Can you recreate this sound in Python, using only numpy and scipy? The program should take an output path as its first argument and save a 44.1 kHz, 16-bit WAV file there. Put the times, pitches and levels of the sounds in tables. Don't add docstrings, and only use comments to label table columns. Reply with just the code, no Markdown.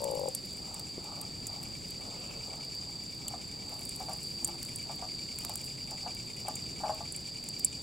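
import sys
import numpy as np
from scipy import signal
from scipy.fft import rfft, irfft, next_fast_len
from scipy.io import wavfile
from scipy.ndimage import uniform_filter1d

SR = 44100
rng = np.random.default_rng(int(sys.argv[2]) if len(sys.argv) > 2 else 0)


def bounce(signal):
    frames = np.transpose(np.atleast_2d(signal))
    limited = np.clip(frames, -1, 1)
    pcm = np.round(limited * 32767).astype(np.int16)
    wavfile.write(sys.argv[1], SR, pcm)


N = 344873
TIME = np.arange(N) / SR

# first Hz, last Hz, level in dB, ring time in seconds.
THROAT = [(553, 531, 2.5, 0.054), (894, 775, -8.5, 0.055), (1010, 860, -26, 0.029)]
# wing pitch in Hz, strokes per second, level in dB.
CRICKETS = [(4694, 28.7, -50), (4867, 28.2, -52.5), (4617, 27.7, -55), (4790, 22.7, -55),
            (4536, 28.9, -59.5), (4720, 55, -55.5), (4380, 36, -74)]
# middle in seconds, boost in dB.
SWELLS = [(2.74, 2.8), (4.28, 3), (5.18, 3), (6.0, 2), (7.5, 0.1)]
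# time in seconds, chirps per second.
CHIRP_RATE = [(0, 10.088), (2, 10.236), (4.5, 9.989), (6, 10.158), (7.8, 10.423)]
# time in seconds, first stroke in dB, second stroke in dB.
CHIRP_EFFORT = [(0, -61, -56.5), (3.6, -57.5, -56), (6.2, -50.5, -53), (7.8, -54.5, -54.5)]
# start in seconds, level in dB, hold in seconds.
FLARES = [(0, -52.5, 0.14), (3.687, -53.5, 0.71), (5.4, -55.5, .12)]
# start in seconds, level in dB, lowest ring in Hz, share of crack (0 to 1).
TICKS = [(.042, -22.5, 7600, 0.83), (.286, -27.5, 7260, 0.4), (0.3491, -15, 8280, 0.63),
         (.7437, -26, 7380, 0.56), (1.2135, -25.5, 8480, 0.62), (1.469, -22.5, 6830, 0.6),
         (3.2815, -21.5, 7460, 0.57), (3.282, -36.5, 2920, 0), (3.8926, -25, 7650, 0.67),
         (4.446, -11.5, 7070, 0.54), (4.6293, -26.5, 7200, 0.9), (4.7593, -22.5, 7920, 0.5),
         (5.3872, -22.5, 7200, 0.82), (5.449, -19, 7500, 1), (5.4949, -22.5, 7530, 0.83),
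         (5.5562, -19.5, 7500, 0.79), (6.4835, -22.5, 7290, 0.76), (6.555, -25, 7030, 0.53),
         (7.123, -25.5, 7540, 0.37), (7.1622, -27.5, 7500, 0.15), (7.488, -24, 7700, 0.64),
         (7.6468, -9, 7520, 0.23)]
# multiple of its lowest ring, level in dB, ring time in seconds.
CHARCOAL = [(1, 7, 0.025), (1.05, 9, 0.02), (1.164, 5.5, 0.031), (1.296, 1.5, 0.023), (1.364, -3.5, 0.04),
            (1.77, -17, .02)]
# middle of the call in seconds, level in dB.
FAR_CALLS = [(0.738, -53), (1.14, -49), (1.567, -54), (2.1, -54.5), (2.543, -52.5), (2.896, -59),
             (3.312, -58), (3.73, -56), (4.51, -56.5), (5.476, -56.5)]
# pitch in Hz, level in dB, ring time in seconds.
KNOCK = [(373, -0.5, 0.038), (480, -5, .04), (814, -19, .026)]
# start in seconds, level in dB, length in seconds.
CROAKS = [(3.337, -31, 0.01), (3.721, -40.5, 0.026), (4.002, -35.5, 0.03), (4.083, -33.5, 0.05),
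          (4.483, -37.5, 0.02), (4.894, -34, 0.026), (5.022, -31, 0.024), (5.493, -35, 0.017),
          (5.914, -38.5, 0.034), (6.061, -31.5, 0.024), (6.481, -27, 0.012), (6.834, -25, 0.035),
          (6.893, -22.5, 0.022), (7.005, -32, 0.015)]
# pitch in Hz, width in Hz, level in dB.
CROAK_MODES = [(641, 107, 0.5), (832, 115, 1.5), (1143, 60, -6.5), (1267, 93, -12.5), (1700, 270, -22.5)]

# frequency in Hz, level in dB.
FROG_SKIN = [(150, -1), (400, 0.5), (550, -3.5), (1100, 2), (1450, -11), (3000, -30)]
CHORUS = [(3900, -35.5), (4250, -18.5), (4500, -8), (4680, -1.5), (4800, -11), (4900, -5), (5030, -28),
          (5250, -47)]
SCRAPE = [(2300, -13.5), (2800, -6), (3600, 4.5), (4300, -21), (6500, -1), (7600, 2.5), (8600, -1),
          (10200, -7), (12000, -33)]
RASP = [(2200, -15), (2900, 1), (4000, -34.5), (5000, 10.5), (5600, 4.5), (6100, -1.5), (6600, 3.5),
        (7000, 4.5), (7600, 11.5), (8600, -19), (9700, -7), (10200, -1), (10800, -12), (15000, -14)]
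BUSH_HISS = [(2900, -19.5), (3650, -1), (4100, -9), (6200, -9.5), (6900, -3.5), (7450, 4.5), (8000, -2.5),
             (9000, -11), (10500, -39.5), (14000, -28)]
AIR = [(22, -14), (32, -14), (43, -4.5), (55, -4.5), (80, -2.5), (130, 1), (250, -4), (450, -12.5),
       (800, -19.5), (1600, -31), (2400, -21.5), (3200, -28), (8000, -29), (15500, -40)]
CRACK = [(800, -34), (2500, -18), (5500, -11), (7600, 3.5), (9000, 2), (11000, -5), (15500, -4.5)]
SNAP = [(300, -14), (900, 1), (2000, -5), (4000, -3), (7000, -12.5)]
SIZZLE = [(1000, -23), (5500, -36), (7600, 4.5), (9500, 1), (11500, -3), (15500, -11.5)]
FAR_VOICES = [(350, -19), (600, -1.5), (820, 4.5), (1050, -6), (1230, -3.5), (1500, -17.5), (2200, -63)]


def undb(db):
    return 10 ** (np.asarray(db) / 20)


def level(x, db):
    return x * undb(db) / np.sqrt(np.mean(x ** 2))


def peak(x, db):
    return x * undb(db) / np.abs(x).max()


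def curve(rows, column=1):
    rows = np.array(rows)
    return np.interp(TIME, rows[:, 0], rows[:, column])


def bump(middle_s, width_s):
    return np.exp(-((TIME - middle_s) / width_s) ** 2)


def colour(x, points):
    hz, db = np.transpose(points)
    size = next_fast_len(x.shape[-1])
    f = np.maximum(np.fft.rfftfreq(size, 1 / SR), 1)
    gain = undb(np.interp(np.log(f), np.log(hz), db))
    return irfft(rfft(x, size) * gain, size)[..., :x.shape[-1]]


def walk(rate):
    k = max(int(SR / rate), 2)
    steps = np.repeat(rng.standard_normal(N // k + 2), k)[rng.integers(k):]
    return level(uniform_filter1d(uniform_filter1d(steps, k), k)[:N], 0)


def pan(x, left_db):
    return x * undb(np.array([[left_db], [-left_db]]) / 2)


def wide_noise(side_db):
    mid, side = rng.standard_normal((2, N))
    return mid + undb(side_db) * side * np.array([[1], [-1]])


def scatter(x, t60, wet_db, side_db):
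    tail = wide_noise(side_db)[:, :SR] * undb(-60 * TIME[:SR] / t60)
    tail *= undb(wet_db) / np.sqrt(np.sum(tail ** 2) / 2)
    return x + signal.fftconvolve(np.atleast_2d(x), tail, axes=1)[:, :N]


def ring(modes, scale=1):
    t = TIME[:SR // 10]
    return sum(undb(db - 60 * t / t60) * np.sin(2 * np.pi * f * scale * t) for f, db, t60 in modes)


def add(track, s, sound):
    i = max(int(s * SR), 0)
    track[..., i:i + sound.shape[-1]] += sound[..., :N - i]


def near_frog(start_s=.004, throbs=16, first_gap_s=.0157, last_gap_s=.0248, attack_s=.012):
    out, t, s = np.zeros((2, N)), TIME[:SR // 10], start_s
    for spent in np.linspace(0, 1, throbs):
        modes = [(first + spent * (last - first), db, t60) for first, last, db, t60 in THROAT]
        throb_db = -25 + 0.5 * rng.standard_normal()
        effort = 1 - .5 * np.exp(-(s - start_s) / attack_s)
        sac = ring(modes, 1 + 0.034 * rng.standard_normal())
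        throb = effort * peak(sac * (1 - np.exp(-t / 0.00083)), throb_db)
        add(out[0], s, throb)
        add(out[1], s + 0.00023, throb)
        s += first_gap_s + (last_gap_s - first_gap_s) * spent ** 2
    rattle = scatter(colour(out, FROG_SKIN), t60=0.29, wet_db=-12.5, side_db=0)
    return pan(rattle, 9.3) * undb(-1.5)


def crickets(stroke_share=.55, droop=.031, wander=.0055, overtone_db=-33, rise_db_per_s=0.1737):
    out = 0
    for k, (hz, rate, db) in enumerate(CRICKETS):
        cycle = (np.cumsum(rate * (1 + 0.0053 * walk(2))) / SR + rng.random()) % 1
        along = np.minimum(cycle / stroke_share, 1)
        phase = 2 * np.pi * np.cumsum(hz * (1 + droop * (.5 - along) + wander * walk(120))) / SR
        tone = np.sin(phase) + undb(overtone_db) * np.sin(2 * phase)
        song = np.sin(np.pi * along) * tone * undb(walk(12))
        out = out + pan(level(song, db), .2 * (-1) ** k)
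    far = level(colour(wide_noise(-17.5), CHORUS), -45.5)
    near = scatter(out, t60=.28, wet_db=-3, side_db=-14) * undb(-.7)
    swell_db = sum(db * bump(s, 0.17) for s, db in SWELLS)
    return (near + far) * undb(-2.5 + rise_db_per_s * TIME + swell_db)


def chirper(start_hz=3700, end_hz=2260, fall=.028, stroke_length=0.15, second_lag=.28):
    cycle = np.cumsum(curve(CHIRP_RATE)) / SR - .43 + .02 * walk(14)
    tone, contact = 0, 0
    for column, lag in enumerate([0, second_lag], 1):
        age = (cycle - lag) % 1
        hz = (end_hz + (start_hz - end_hz) * np.exp(-age / fall)) * (1 + 0.05 * walk(900))
        effort = undb(curve(CHIRP_EFFORT, column) + 2 * walk(10))
        stroke = np.sin(np.pi * np.minimum(age / stroke_length, 1))
        tone = tone + effort * stroke * np.sin(2 * np.pi * np.cumsum(hz) / SR)
        contact = contact + effort * np.exp(-((age - .06) / 0.059) ** 2)
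    scrape = contact * level(colour(wide_noise(-18), SCRAPE), 1.2)
    gate = np.sin(np.pi * np.minimum(cycle % 1 / 0.78, 1)) ** .5
    rasp_effort = undb(curve(CHIRP_EFFORT, 2) + 2 * walk(90))
    rasp = gate * rasp_effort * level(colour(wide_noise(-55), RASP), -1.85)
    return scatter(tone + scrape + rasp, t60=0.11, wet_db=1.5, side_db=-10.5)


def bush_crickets():
    hiss = colour(wide_noise(-22), BUSH_HISS) * undb(1.7 * walk(140) + 0.43 * walk(4.5))
    return pan(level(hiss, -54), -0.95)


def night_air():
    mid, side = colour(rng.standard_normal((2, N)), AIR)
    side = colour(side, [(30, -1), (110, -12), (200, -11), (400, -4),
                         (1200, 2), (2500, -7.5), (8000, -10), (13000, 4.5)])
    return level(mid + side * np.array([[1], [-1]]), -47) * undb(0.57 * walk(3.36))


def ember_heat(bed_db, attack_s=.012, release_s=0.27):
    heat = undb(bed_db)
    for s, db, hold_s in FLARES:
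        age = TIME - s
        fade = np.exp(-np.maximum(age - hold_s, 0) / release_s)
        heat = heat + undb(db) * np.clip(age / attack_s, 0, 1) * fade
    return heat


def stray_ticks(flare, calm_per_s=4):
    times = TIME[rng.random(N) < calm_per_s * np.sqrt(flare) / SR]
    chance = rng.standard_normal(size=(100, 2))
    return [(s, -34 + 3.5 * louder, 7700 * (1 + 0.053 * higher), 0.78)
            for s, (louder, higher) in zip(times, chance)]


def sizzle(pops_per_s=170, spread_db=6.5, hiss_db=-6):
    pops = rng.random(N) < pops_per_s / SR
    pops = pops * undb(spread_db * np.minimum(rng.exponential(size=N), 4))
    pops = level(signal.lfilter([1], [1, -np.exp(-1 / (0.00073 * SR))], pops), 0)
    return level(colour((pops + undb(hiss_db)) * wide_noise(-2), SIZZLE), 0)


def embers(crack_s=0.0016, snap_db=-8, bed_db=-64):
    out, t = np.zeros(N), TIME[:SR // 10]
    heat = ember_heat(bed_db)
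    noises = rng.standard_normal(size=(128, len(t)))
    for (s, db, hz, share), noise in zip(list(TICKS) + stray_ticks(heat / undb(bed_db)), noises):
        burst = noise * np.exp(-t / crack_s)
        crack = peak(colour(burst, CRACK), 0) + share ** 6 * peak(colour(burst, SNAP), snap_db)
        low_cut = signal.butter(14, .95 * hz, "high", fs=SR, output="sos")
        clink = peak(signal.sosfilt(low_cut, ring(CHARCOAL, hz)), 0)
        tick = (share * crack + (1 - share) * clink) * np.exp(-(t / .05) ** 4)
        add(out, s, peak(tick, db))
    return pan(heat * sizzle() + scatter(out, t60=0.054, wet_db=-13.5, side_db=12), -0.76)


def far_frogs(width_s=0.082):
    swell = sum(undb(db) * np.exp(-.5 * ((TIME - s) / width_s) ** 2) for s, db in FAR_CALLS)
    grain = wide_noise(-21) * undb(2.85 * walk(90))
    return pan(swell * level(colour(grain, FAR_VOICES), 0), 5.6)


def knock(start_s=0.98):
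    out = np.zeros(N)
    add(out, start_s, peak(colour(ring(KNOCK), [(900, 0), (1500, -18)]), -29.5))
    return pan(out, 2.5)


def rustle():
    crisp = wide_noise(-5) * undb(2 * walk(120))
    crisp = colour(crisp, [(1200, -1), (2000, -17), (2600, 6), (3300, -10), (5000, -33)])
    brush = wide_noise(-5) * undb(2.2 * walk(60))
    brush = colour(brush, [(200, -19), (480, 5), (700, -4), (1500, -32)])
    return level(crisp, -52) * bump(2.29, 0.14) + level(brush, -55.5) * bump(2.3, 0.39)


def croaks(pulse_hz=190, jitter=0.158, rough=0.12, grunt_lead_s=.033, grunt_s=0.043):
    out, t = np.zeros(N), TIME[:SR // 5]
    grunts = [(s - grunt_lead_s, db - 14.5, grunt_s) for s, db, _ in CROAKS]
    for s, db, length in list(CROAKS) + grunts:
        periods = np.clip(1 + jitter * rng.standard_normal(20), .5, 2) / pulse_hz
        starts = np.cumsum(periods) - periods[0] + .001
        pulses = np.bincount((starts * SR).astype(int), minlength=len(t))[:len(t)]
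        push = level(pulses, 0) + rough * rng.standard_normal(len(t))
        push *= np.exp(-(1.1 * t / length) ** 2)
        tuning = 1 + 0.026 * rng.standard_normal()
        voice = 0
        for k, (hz, width, mode_db) in enumerate(CROAK_MODES):
            throat = signal.iirpeak(hz * tuning, hz / width, SR)
            voice = voice + (-1) ** k * undb(mode_db) * signal.lfilter(*throat, push)
        add(out, s, peak(voice, db))
    out = colour(out, [(200, -12), (480, 1.5), (1900, 1.5), (3000, -16), (7000, -40)])
    return pan(scatter(out, t60=0.2, wet_db=-4.5, side_db=-10), 2.5) * undb(-2)


def far_hoot(middle_s=4.48, hz=340):
    phase = 2 * np.pi * np.cumsum(hz * (1 + 0.0194 * walk(40.7))) / SR
    return pan(undb(-52) * bump(middle_s, 0.17) * np.sin(phase), 2)


def scene():
    insects = crickets() + chirper() + bush_crickets()
    frogs = near_frog() + croaks() + far_frogs()
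    return insects + frogs + far_hoot() + embers() + knock() + rustle() + night_air()


def record(dry):
    return signal.sosfilt(signal.ellip(10, .2, 70, 15900, fs=SR, output="sos"), dry)


dry = scene()
out = record(dry)
bounce(out)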